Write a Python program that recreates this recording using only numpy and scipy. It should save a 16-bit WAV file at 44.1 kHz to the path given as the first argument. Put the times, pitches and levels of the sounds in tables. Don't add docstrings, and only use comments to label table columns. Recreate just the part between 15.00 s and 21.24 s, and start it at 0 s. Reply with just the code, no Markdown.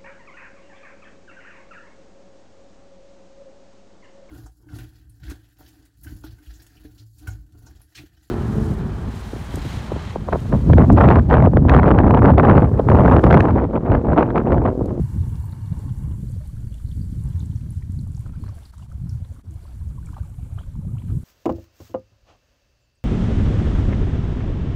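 import sys
import numpy as np
from scipy import signal
from scipy.fft import rfft, irfft
from scipy.io import wavfile
from scipy.ndimage import uniform_filter1d

SR = 44100
rng = np.random.default_rng(int(sys.argv[2]) if len(sys.argv) > 2 else 0)


def to_wav(s):
    ch = np.atleast_2d(s).T
    pcm = np.round(np.clip(ch, -1, 1) * 32767)
    wavfile.write(sys.argv[1], SR, pcm.astype(np.int16))


N = 275184
TIME = np.arange(N) / SR

# time in seconds, level in dB.
WIND_LEVELS = [(0.0, -37), (0.33, -33), (0.52, -46), (1.0, -30.5), (1.3, -33.5), (2.25, -32), (2.45, -41),
               (2.6, -41), (3.4, -35.5), (3.7, -44), (4.0, -41), (4.4, -43), (4.8, -35), (5.35, -41),
               (5.6, -36.5), (5.85, -34.5), (6.05, -39.5), (6.24, -45)]
# time in seconds, level in dB.
BREEZE_LEVELS = [(0, -56.5), (.25, -55.5), (.6, -55), (1.08, -59.5), (1.3, -73.5), (2.1, -72), (2.35, -60),
                 (2.6, -73), (6.24, -69)]
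# time in seconds, relative levels of hiss and of fizz in dB.
VAPOUR_LEVELS = [(0, -60, -60), (.42, -64.5, -65.5), (.6, -65.5, -66), (.8, -62.5, -62.5),
                 (1.15, -63, -68.5), (1.35, -64, -65.5), (1.95, -63.5, -66), (2.42, -64.5, -63),
                 (2.62, -66.5, -65), (2.87, -68.5, -67), (3.22, -68, -72.5), (3.33, -70, -68.5),
                 (3.62, -73, -65), (3.93, -70, -69.5), (4.38, -68, -68), (4.47, -74, -72.5),
                 (4.6, -67, -64.5), (4.95, -67.5, -70.5), (5.17, -66.5, -68.5), (5.3, -68.5, -73),
                 (5.38, -65.5, -70), (5.6, -66.5, -73), (5.7, -69.5, -67.5), (5.92, -66.5, -75),
                 (6.24, -63, -66)]
# time in seconds, relative level in dB.
ROAR_LEVELS = [(1.0, -68), (1.42, -61), (1.7, -62.5), (2.0, -72), (2.6, -63), (3.0, -65.5), (3.27, -57.5),
               (3.4, -56.5), (3.47, -57), (3.58, -53), (3.72, -64), (4.15, -60.5), (4.38, -63.5),
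               (4.47, -64.5), (4.7, -57.5), (4.88, -63.5), (5.17, -53.5), (5.33, -60.5), (5.59, -53),
               (5.69, -62), (6.1, -56.5), (6.24, -64)]
# time in seconds, relative levels of puffs and of swirls in dB.
FLAME_LEVELS = [(0.0, -11, -35), (0.08, -30, -43), (0.19, -25.5, -39), (0.38, -28.5, -42), (0.7, -29, -43),
                (0.77, -30, -43.5), (1.1, -30, -40), (1.25, -31, -42.5), (1.42, -33.5, -55),
                (1.58, -34.5, -50.5), (1.78, -34.5, -45.5), (2.08, -26, -38.5), (2.3, -30.5, -41.5),
                (2.53, -30.5, -39.5), (2.66, -30.5, -45.5), (2.82, -32, -54), (3.0, -29, -44.5),
                (3.18, -28, -45), (3.4, -39, -45.5), (3.52, -33, -47.5), (3.62, -45, -55), (3.86, -40, -64),
                (3.98, -29.5, -43), (4.07, -27.5, -50), (4.2, -35.5, -48), (4.42, -48, -52.5),
                (4.52, -44, -57), (4.62, -42.5, -71), (4.82, -32.5, -46), (5.4, -34.5, -47.5),
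                (5.66, -35.5, -55.5), (5.82, -27.5, -39), (5.93, -31, -37.5), (6.02, -37, -45),
                (6.14, -23.5, -40.5), (6.24, -38.5, -40.5)]

# frequency in Hz, relative strength in dB.
WIND_TONE = [(14, -13), (25, -10), (45, -8.5), (65, -4), (100, -16), (200, -36.5)]
BREEZE_TONE = [(500, -4.5), (730, -6.5), (870, 4.5), (1080, 1), (1280, -9.5), (1650, -8), (2000, -16),
               (2250, -12.5), (2500, -28), (2850, -9.5), (3300, -60), (4500, -55)]
SPURT_TONE = [(3800, -7), (5600, -4), (6300, -4), (7100, 4.5), (9000, 3), (10400, 5), (12000, -1),
              (15500, -3)]
HISS_TONE = [(3000, -49), (5500, -8.5), (7200, 5), (8500, 5), (10300, 4), (12500, 0.5), (15500, -4)]
FIZZ_TONE = [(1500, 8.5), (2200, 3.5), (2600, -3.5), (3150, 1.5), (3700, 0), (4500, 1.5), (5200, -2),
             (6000, 3), (8000, -23)]
ROAR_TONE = [(280, 11.5), (420, 5.5), (600, -1), (740, -0.5), (950, -4), (1200, -3.5), (1550, -4.5),
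             (1950, -17), (2250, -6), (2700, -10), (4000, -15.5)]
SWIRL_TONE = [(110, -52), (185, 3), (235, -1), (300, -8), (400, -19.5), (600, -30.5), (1000, -62),
              (2000, -93)]
PUFF_TONE = [(20, -56), (35, -17.5), (60, 0.5), (90, 2.5), (120, 0), (155, -5), (200, -14.5), (260, -28),
             (350, -35), (500, -59)]

# pitch in Hz, level in dB, fade time in seconds.
TIN_TONES = [(8450, -54, .008), (8900, -55, .008), (13900, -53, .004), (14550, -47, .004)]
# start in seconds, level in dB, pitch in Hz, fade time in seconds.
HOOTS = [(1.402, -43.5, 602, 0.019), (4.502, -42.5, 315, 0.028)]
# middle in seconds, half length in seconds, level in dB.
SIZZLES = [(.65, 0.28, -74), (1.393, 0.18, -73), (1.708, 0.041, -71), (2.03, 0.23, -74),
           (3.484, 0.086, -72.5), (4.68, 0.069, -72)]
# start in seconds, length in seconds, level in dB, treble tilt in dB/octave.
SPURTS = [(.1, 0.22, -82, 9), (0.237, 0.3, -64.5, 4), (2.702, 0.081, -66, -6), (2.899, 0.068, -65, -4),
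          (2.98, 0.064, -68.5, -3), (3.08, .06, -68, -6), (3.145, 0.13, -67, -8), (3.395, 0.13, -68.5, 0),
          (3.541, 0.164, -65.5, -1), (3.73, 0.02, -68, -2), (3.778, 0.087, -66.5, -10),
          (4.083, .075, -67, 9), (4.508, 0.039, -68, -1), (5.055, 0.066, -66.5, -8)]
# time in seconds, relative peak in dB, pitch in Hz, width in octaves.
SPUTTERS = [(0.4421, -43, 915, 0.5), (.532, -42, 770, 1.8), (.729, -41, 426, 1.1), (.797, -43, 484, 0.65),
            (.84, -48, 620, 1.2), (1.236, -38, 354, 0.54), (1.3, -47, 460, 0.49), (1.362, -47, 476, 0.51),
            (1.57, -53, 1520, 0.3), (1.68, -60, 1750, 0.9), (1.8, -53, 1290, 0.54),
            (2.8262, -49, 1860, 0.62), (3.07, -49, 890, 0.69), (3.178, -53, 844, 0.61),
            (3.21, -56, 1810, 0.81), (3.2657, -40, 640, 2.2), (3.295, -46, 620, 2.2),
            (3.3378, -52, 1270, 0.43), (3.353, -52, 1500, 0.28), (3.4417, -38.5, 704, 1.7),
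            (3.4669, -42.5, 730, 1.9), (3.484, -41, 750, 2.4), (3.4934, -44, 1080, 0.41),
            (3.526, -51, 950, 0.78), (3.7393, -44.5, 1090, 0.83), (3.7836, -53, 1120, 0.58),
            (3.798, -49, 1080, 0.67), (3.8273, -48, 850, 0.47), (3.865, -48, 1060, 0.57),
            (3.9187, -48, 1360, 0.35), (4.073, -51, 900, 1.2), (4.16, -57, 650, 0.61),
            (4.25, -49.5, 800, 2.8), (4.317, -52, 555, 0.35), (4.3656, -52, 1160, 0.54),
            (4.396, -51, 990, 1.2), (4.569, -51, 640, 0.75), (4.636, -48, 395, 0.89),
            (4.6552, -48.5, 990, 0.35), (4.9788, -45, 1020, 0.18), (5.076, -50, 1100, 0.86),
            (5.091, -45, 1210, 0.6), (5.133, -42.5, 1030, 0.41), (5.143, -47, 1480, 0.35),
            (5.1691, -32.5, 990, 0.69), (5.1844, -38, 790, 1.07), (5.236, -50, 1160, 0.32),
            (5.538, -57, 796, 0.91), (5.58, -42, 850, 0.84), (5.588, -37, 1150, 0.82),
            (5.6122, -45, 760, 1.3), (5.635, -52, 1340, 0.55), (5.7555, -45, 920, 0.45),
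            (5.815, -52, 960, 0.32), (5.8531, -45, 740, 1.1), (5.9543, -49.5, 840, 0.52),
            (5.97, -49.5, 1150, 0.42), (6.0211, -49, 1010, 0.56), (6.09, -49.5, 1450, 1.15),
            (6.1027, -47.5, 1350, 0.42)]
SPITS = [(.14, -57, 2230, 0.45), (.3, -54, 2800, 0.76), (.357, -50, 3700, 1.3), (0.5244, -51.5, 4130, 0.23),
         (.732, -56, 3900, 0.51), (1.114, -57.5, 2900, .5), (1.29, -61, 4430, 0.16),
         (1.36, -63, 4700, 0.17), (1.726, -56, 3100, .3), (1.785, -57.5, 3120, 0.3),
         (1.865, -56.5, 3860, 0.36), (1.7434, -50, 3130, 0.28), (1.8903, -53, 4370, 0.29),
         (1.9163, -50.5, 3360, 0.23), (2.0167, -53.5, 4520, 0.18), (2.397, -50, 6760, 0.32),
         (2.4052, -46, 3780, 0.22), (2.5607, -53, 5850, .15), (2.991, -50, 4200, 0.14),
         (3.1492, -50, 5140, 0.51), (3.441, -53.5, 5040, 1.7), (3.634, -52, 3600, 0.69),
         (3.6561, -48.5, 4400, 0.23), (3.6972, -56, 4530, 0.19), (3.8245, -56, 2860, 0.13),
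         (4.0965, -43.5, 5400, 0.27), (4.2506, -56.5, 3640, 0.36), (5.0691, -55, 2280, 0.18),
         (5.145, -59, 3200, 0.21), (5.185, -58, 3000, 0.7), (5.5889, -47.5, 3170, 0.17),
         (5.6, -56, 3120, 0.16), (5.617, -60, 3150, 0.16), (5.636, -60, 3280, .25),
         (5.9844, -50, 2600, 0.66), (5.9972, -56, 3240, 0.22), (6.022, -55, 2400, .8),
         (6.085, -57, 2600, 0.93), (6.105, -55, 2930, 1.2), (6.13, -59, 3300, 0.46)]
TICKS = [(0.7926, -46.5, 7850, 0.55), (.988, -50, 8300, 0.65), (1.298, -54, 7700, 0.32),
         (1.3213, -48, 7700, 0.52), (1.475, -49.5, 9500, .7), (1.744, -47.5, 7500, .8),
         (2.0523, -50.5, 9000, .5), (2.2388, -45.5, 8600, .55), (2.2558, -50, 8800, 0.49),
         (2.4597, -45.5, 7100, 0.51), (2.7065, -40, 10300, 0.23), (2.7243, -51, 10500, .4),
         (2.9216, -48.5, 8350, 0.82), (3.0132, -48, 7900, .6), (3.0757, -49, 9200, 0.77),
         (3.119, -52, 7800, 0.29), (3.1686, -48.5, 6300, 0.49), (3.1948, -49, 8700, 0.99),
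         (3.21, -47, 10000, 1), (3.4894, -48, 5670, .8), (3.5535, -50, 9400, 0.59),
         (3.7816, -49.5, 7200, 0.65), (3.9236, -52, 7500, 1), (4.094, -47, 8500, 0.61),
         (4.5099, -51, 7600, .6), (5.0614, -44, 7460, 0.53)]
# middle in seconds, relative peak in dB, pitch in Hz, half length in cycles.
FLAPS = [(0.013, -9, 167, 0.78), (0.044, -13, 118, 1.8), (0.138, -26, 92, 1.1), (0.166, -17.5, 181, 1.04),
         (0.184, -16.5, 96, 1.1), (.21, -15, 96, 1), (0.294, -16.5, 77, 0.68), (.355, -23, 153, 1.8),
         (0.403, -20, 87, 1), (.462, -18.5, 105, 0.98), (0.631, -18.5, 100, 3), (.68, -20, 98, 0.74),
         (0.723, -11, 129, 0.69), (0.885, -16, 91, .8), (0.922, -21, 94, 1.06), (.98, -17, 81, 0.56),
         (1.049, -15.5, 108, 0.68), (1.121, -19, 122, .5), (1.138, -19.5, 74, 0.34),
         (1.233, -16.5, 149, 0.77), (1.273, -16.5, 95, 0.64), (1.335, -18.5, 112, 0.82),
         (1.383, -15, 85.5, 0.76), (1.671, -22, 121, 1.25), (1.853, -16.5, 97.5, 0.63),
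         (1.926, -23.5, 127, 0.81), (2.014, -15, 125, 0.51), (2.035, -20, 99, 0.6), (2.063, -21, 150, 0.92),
         (2.128, -20, 192, 0.65), (2.186, -18, 109, 0.95), (2.371, -17.5, 90, 2.9),
         (2.502, -14.5, 124, 0.52), (2.559, -12.5, 104.5, 0.93), (2.775, -17, 88, 0.51),
         (2.899, -16, 146, 0.43), (2.924, -22.5, 88, 0.97), (2.974, -14.5, 101, 0.46),
         (3.105, -16.5, 101, 0.6), (3.153, -23.5, 116, 1), (3.2, -18, 103, 0.76), (3.266, -27, 125, .5),
         (3.378, -18.5, 106, 0.52), (3.427, -22.5, 104, .7), (3.468, -24.5, 103, 2),
         (3.505, -21.5, 99, 1.9), (3.955, -24, 75, 1.7), (4.04, -25, 135, 0.66), (4.062, -17, 115, 0.38),
         (4.13, -25.5, 96, 1.3), (4.158, -19.5, 119, 2), (4.225, -17.5, 89.5, 1), (4.314, -23.5, 82, 1.7),
         (4.49, -26.5, 87, 2.3), (4.562, -20.5, 89, 0.71), (4.825, -17.5, 78, 1.25),
         (4.87, -17, 82.4, 1.07), (5.215, -16, 88, 0.88), (5.387, -16.5, 91, 0.43), (5.421, -21, 110, 0.5),
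         (5.53, -21, 87, 0.79), (5.563, -18.5, 102, 1.5), (5.684, -21.5, 84, .5), (5.765, -19, 122, 0.38),
         (5.793, -17, 150, .6), (5.872, -17.5, 140, 0.76), (5.942, -17, 122, 1.5), (5.983, -17.5, 97, 1.2),
         (6.123, -11.5, 96.7, 1.5), (6.15, -19.5, 128, 1), (6.176, -10.5, 118, 0.65)]
# middle in seconds, half length in seconds, depth in dB.
DIPS = [(3.719, 0.0049, 14), (3.874, 0.013, 9), (4.428, 0.011, 13)]


def gain(db):
    return 10 ** (np.asarray(db) / 20)


def normalise(x):
    return x / np.sqrt(np.mean(x ** 2))


def curves(table):
    times, *columns = np.transpose(table)
    return [np.interp(TIME, times, column) for column in columns]


def shape(x, tone):
    hz, db = np.transpose(tone)
    freqs = np.maximum(np.arange(N // 2 + 1) * SR / N, 1)
    weights = gain(np.interp(np.log(freqs), np.log(hz), db))
    roll_off = np.minimum(freqs / hz[0], 1) * np.minimum(hz[-1] / freqs, 1)
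    return normalise(irfft(rfft(x) * weights * roll_off ** 2, N))


def drift(rate_hz):
    hold = int(SR / rate_hz)
    steps = rng.standard_normal(N)[np.arange(N) // hold]
    return normalise(uniform_filter1d(steps, hold))


def clicks(per_second, spread_db):
    present = rng.random(N) < per_second / SR
    size = gain(spread_db * np.minimum(rng.exponential(size=N), 5))
    return normalise(present * size * rng.choice([-1, 1], N))


def even_out(x, span_s):
    span = int(span_s * SR)
    power = uniform_filter1d(uniform_filter1d(x ** 2, span), span)
    return x / np.sqrt(np.abs(power) + 1e-9)


def band(x, hz, octaves):
    edges = np.minimum(hz * 2. ** (octaves * np.array([-.5, .5])), [SR / 3, SR / 2 - 1000])
    return signal.sosfilt(signal.butter(3, edges, "bandpass", fs=SR, output="sos"), x)


def add(out, start_s, sound):
    place = int(start_s * SR) + np.arange(len(sound))
    inside = (place >= 0) & (place < N)
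    out[place[inside]] += sound[inside]


def pops(per_second, low_hz, high_hz, cycles, spread_db):
    out = np.zeros(N)
    draws = rng.random((4000, 4))
    for when, pitch, size, phase in draws[:int(per_second * N / SR)]:
        hz = low_hz * (high_hz / low_hz) ** pitch
        age = np.arange(int(7 * cycles * SR / hz)) * hz / SR / cycles
        pop = age * np.exp(-age) * np.sin(2 * np.pi * (age * cycles + phase))
        db = spread_db * min(-np.log(1 - size), 4)
        add(out, when * N / SR, gain(db) * pop)
    return normalise(out)


def microphone_hiss(level_db=-78):
    return gain(level_db) * rng.standard_normal(N)


def breeze(echo=0.14, delay_s=0.00441, wander=0.074, flicker_db=2):
    level_db, = curves(BREEZE_LEVELS)
    rush = shape(rng.standard_normal(N), BREEZE_TONE)
    bounce = np.interp(TIME - delay_s * (1 + wander * drift(4)), TIME, rush)
    return gain(level_db + flicker_db * drift(40)) * normalise(rush + echo * bounce)


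def wind():
    level_db, = curves(WIND_LEVELS)
    rumble = shape(rng.standard_normal(N), WIND_TONE)
    return gain(level_db) * even_out(rumble, span_s=0.088)


def tink(start_s=.454, rise_s=.001):
    age = np.maximum(TIME - start_s, 0)
    swell = 1 - np.exp(-age / rise_s)
    return swell * sum(gain(db) * np.exp(-age / fade_s) * np.sin(2 * np.pi * hz * age)
                       for hz, db, fade_s in TIN_TONES)


def hoots(rise_s=0.0044, waver=0.028):
    out = np.zeros(N)
    for start_s, db, hz, fade_s in HOOTS:
        age = np.maximum(TIME - start_s, 0)
        swell = (1 - np.exp(-(age / rise_s) ** 2)) * np.exp(-age / fade_s)
        pitch_hz = hz * (1 + waver * drift(100))
        out += gain(db) * swell * np.sin(2 * np.pi * np.cumsum(pitch_hz) / SR)
    return out


def sizzle(hz=4450, spread=1.06):
    patches = sum(gain(db) * np.exp(-((TIME - middle_s) / half_s) ** 4)
                  for middle_s, half_s, db in SIZZLES)
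    return patches * pops(90, low_hz=hz / spread, high_hz=hz * spread, cycles=5, spread_db=2.5)


def spurts(rise_s=0.0023, fade_s=.018, spray_db=-4):
    out = np.zeros(N)
    t = np.arange(SR // 2) / SR
    jet = shape(rng.standard_normal(N) + gain(spray_db) * clicks(830, spread_db=6), SPURT_TONE)
    octave = np.log2(np.maximum(np.fft.rfftfreq(len(t), 1 / SR), SPURT_TONE[0][0]))
    for start_s, length_s, db, tilt in SPURTS:
        piece = np.roll(jet, -int(start_s * SR))[:len(t)]
        gas = normalise(irfft(rfft(piece) * gain(tilt * octave), len(t)))
        opening = 1 - np.exp(-t / rise_s)
        closing = np.exp(-np.maximum(t - length_s, 0) / fade_s)
        add(out, start_s, gain(db) * opening * closing * gas)
    return out


def vapour(hiss_db=-0.3, fizz_db=-2, droplet_db=-11, simmer_db=-9.5, surge_hz=16, surge_db=.5):
    jet_db, boil_db = curves(VAPOUR_LEVELS)
    hiss = shape(rng.standard_normal(N), HISS_TONE) * gain(.5 * drift(40))
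    droplets = pops(140, low_hz=6500, high_hz=11000, cycles=3, spread_db=3.5)
    fizz = shape(rng.standard_normal(N), FIZZ_TONE) * gain(0.57 * drift(50))
    simmer = pops(220, low_hz=2900, high_hz=5600, cycles=4.5, spread_db=2.8)
    jet = gain(hiss_db) * hiss + gain(droplet_db) * droplets
    boil = gain(fizz_db) * fizz + gain(simmer_db) * shape(simmer, FIZZ_TONE)
    return gain(surge_db * drift(surge_hz)) * (gain(jet_db) * jet + gain(boil_db) * boil)


def weak_rows(level_db, above_db, low_hz, high_hz, octaves, count=20, spread_db=5):
    when, size, pitch = rng.random((count, 3)).T
    db = level_db[(when * N).astype(int)] + above_db + spread_db * (size - .5)
    hz = low_hz * (high_hz / low_hz) ** pitch
    return list(zip(when * N / SR, db, hz, np.full(count, octaves)))


def bursts(rows, rise_s, fade_s, tail_db, tail_s):
    out = np.zeros(N)
    t = np.arange(-SR // 50, SR // 8) / SR
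    age = np.maximum(t, 0)
    rise = np.exp(-(np.minimum(t, 0) / rise_s) ** 2)
    for time_s, db, hz, octaves in rows:
        pop_noise, tail_noise = rng.standard_normal((2, len(t)))
        pop = band(pop_noise * rise * np.exp(-age / fade_s), hz, octaves)
        tail = normalise(band(tail_noise, hz, octaves + .5)) * rise * np.exp(-age / tail_s)
        burst = pop / np.abs(pop).max() + gain(tail_db) * tail
        add(out, time_s + t[0] - fade_s / 2, gain(db) * burst)
    return out


def crackle(sputter_db=1, spit_db=2, tick_db=3):
    roar_db, = curves(ROAR_LEVELS)
    jet_db, boil_db = curves(VAPOUR_LEVELS)
    weak_sputters = weak_rows(roar_db, above_db=6, low_hz=750, high_hz=1500, octaves=.8)
    weak_spits = weak_rows(boil_db, above_db=6, low_hz=2700, high_hz=5600, octaves=.4)
    weak_ticks = weak_rows(jet_db, above_db=9, low_hz=6800, high_hz=9800, octaves=.8)
    sputters = bursts(SPUTTERS + weak_sputters, rise_s=.0024, fade_s=.00483, tail_db=-33, tail_s=.055)
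    spits = bursts(SPITS + weak_spits, rise_s=.0016, fade_s=.003, tail_db=-20.5, tail_s=.055)
    ticks = bursts(TICKS + weak_ticks, rise_s=.0006, fade_s=.0012, tail_db=-28, tail_s=.02)
    return gain(sputter_db) * sputters + gain(spit_db) * spits + gain(tick_db) * ticks


def roar(noise_db=-7, pop_db=-6, rasp_db=-7.5, flicker_db=3):
    level_db, = curves(ROAR_LEVELS)
    noise = shape(rng.standard_normal(N), ROAR_TONE) * gain(flicker_db * drift(60))
    popping = shape(pops(110, low_hz=520, high_hz=1900, cycles=3, spread_db=3), ROAR_TONE)
    rasp = shape(clicks(350, spread_db=2.5), ROAR_TONE)
    return gain(level_db) * (gain(noise_db) * noise + gain(pop_db) * popping + gain(rasp_db) * rasp)


def flaps(flap_db=-1.27, swirl_db=-34, tear_hz=104):
    snaps, tearing = np.zeros(N), np.zeros(N)
    t = np.arange(-SR // 25, SR // 25) / SR
    for (middle_s, db, hz, cycles), phase in zip(FLAPS, rng.random(len(FLAPS))):
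        swell = gain(db) * np.exp(-(t * hz / cycles) ** 2) * np.hanning(len(t))
        add(snaps, middle_s + t[0], swell * np.cos(2 * np.pi * (hz * t + phase)))
        add(tearing, middle_s + t[0], swell * (hz / tear_hz) ** 2)
    swirls = shape(rng.standard_normal(N), SWIRL_TONE)
    return gain(flap_db) * snaps + gain(swirl_db) * tearing * swirls


def puffing(puff_hz=11.8, unevenness=0.2635, puff_db=2, gust_hz=13, gust_db=3.5):
    cycles = np.cumsum(puff_hz * np.exp(unevenness * drift(10))) / SR
    gusts = np.minimum(drift(gust_hz), 1)
    return normalise(gain(puff_db * np.cos(2 * np.pi * cycles) + gust_db * gusts))


def flutter(body_db=1, swirl_db=-1.5, flicker_db=4.5):
    low_db, fast_db = curves(FLAME_LEVELS)
    body = even_out(shape(clicks(500, spread_db=3), PUFF_TONE), span_s=.05)
    swirls = even_out(shape(clicks(1200, spread_db=2), SWIRL_TONE), span_s=.05)
    swirls = normalise(swirls * gain(flicker_db * np.minimum(drift(45), 1)))
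    return puffing() * (gain(low_db + body_db) * body + gain(fast_db + swirl_db) * swirls)


def scene():
    burner = flutter() + flaps() + roar() + hoots() + crackle() + sizzle() + vapour() + spurts() + tink()
    mix = burner + wind() + breeze() + microphone_hiss()
    dip_db = sum(db * np.exp(-((TIME - middle_s) / half_s) ** 2) for middle_s, half_s, db in DIPS)
    return (mix * gain(-dip_db))[None]


def record(dry, fade_s=.003, top_hz=15500):
    from_edge_s = np.minimum(TIME, TIME[::-1])
    fade = np.sin(np.pi / 2 * np.minimum(from_edge_s / fade_s, 1)) ** 2
    low_pass = signal.ellip(10, .1, 80, top_hz, fs=SR, output="sos")
    return signal.sosfilt(low_pass, dry * fade)


dry = scene()
out = record(dry)
to_wav(out)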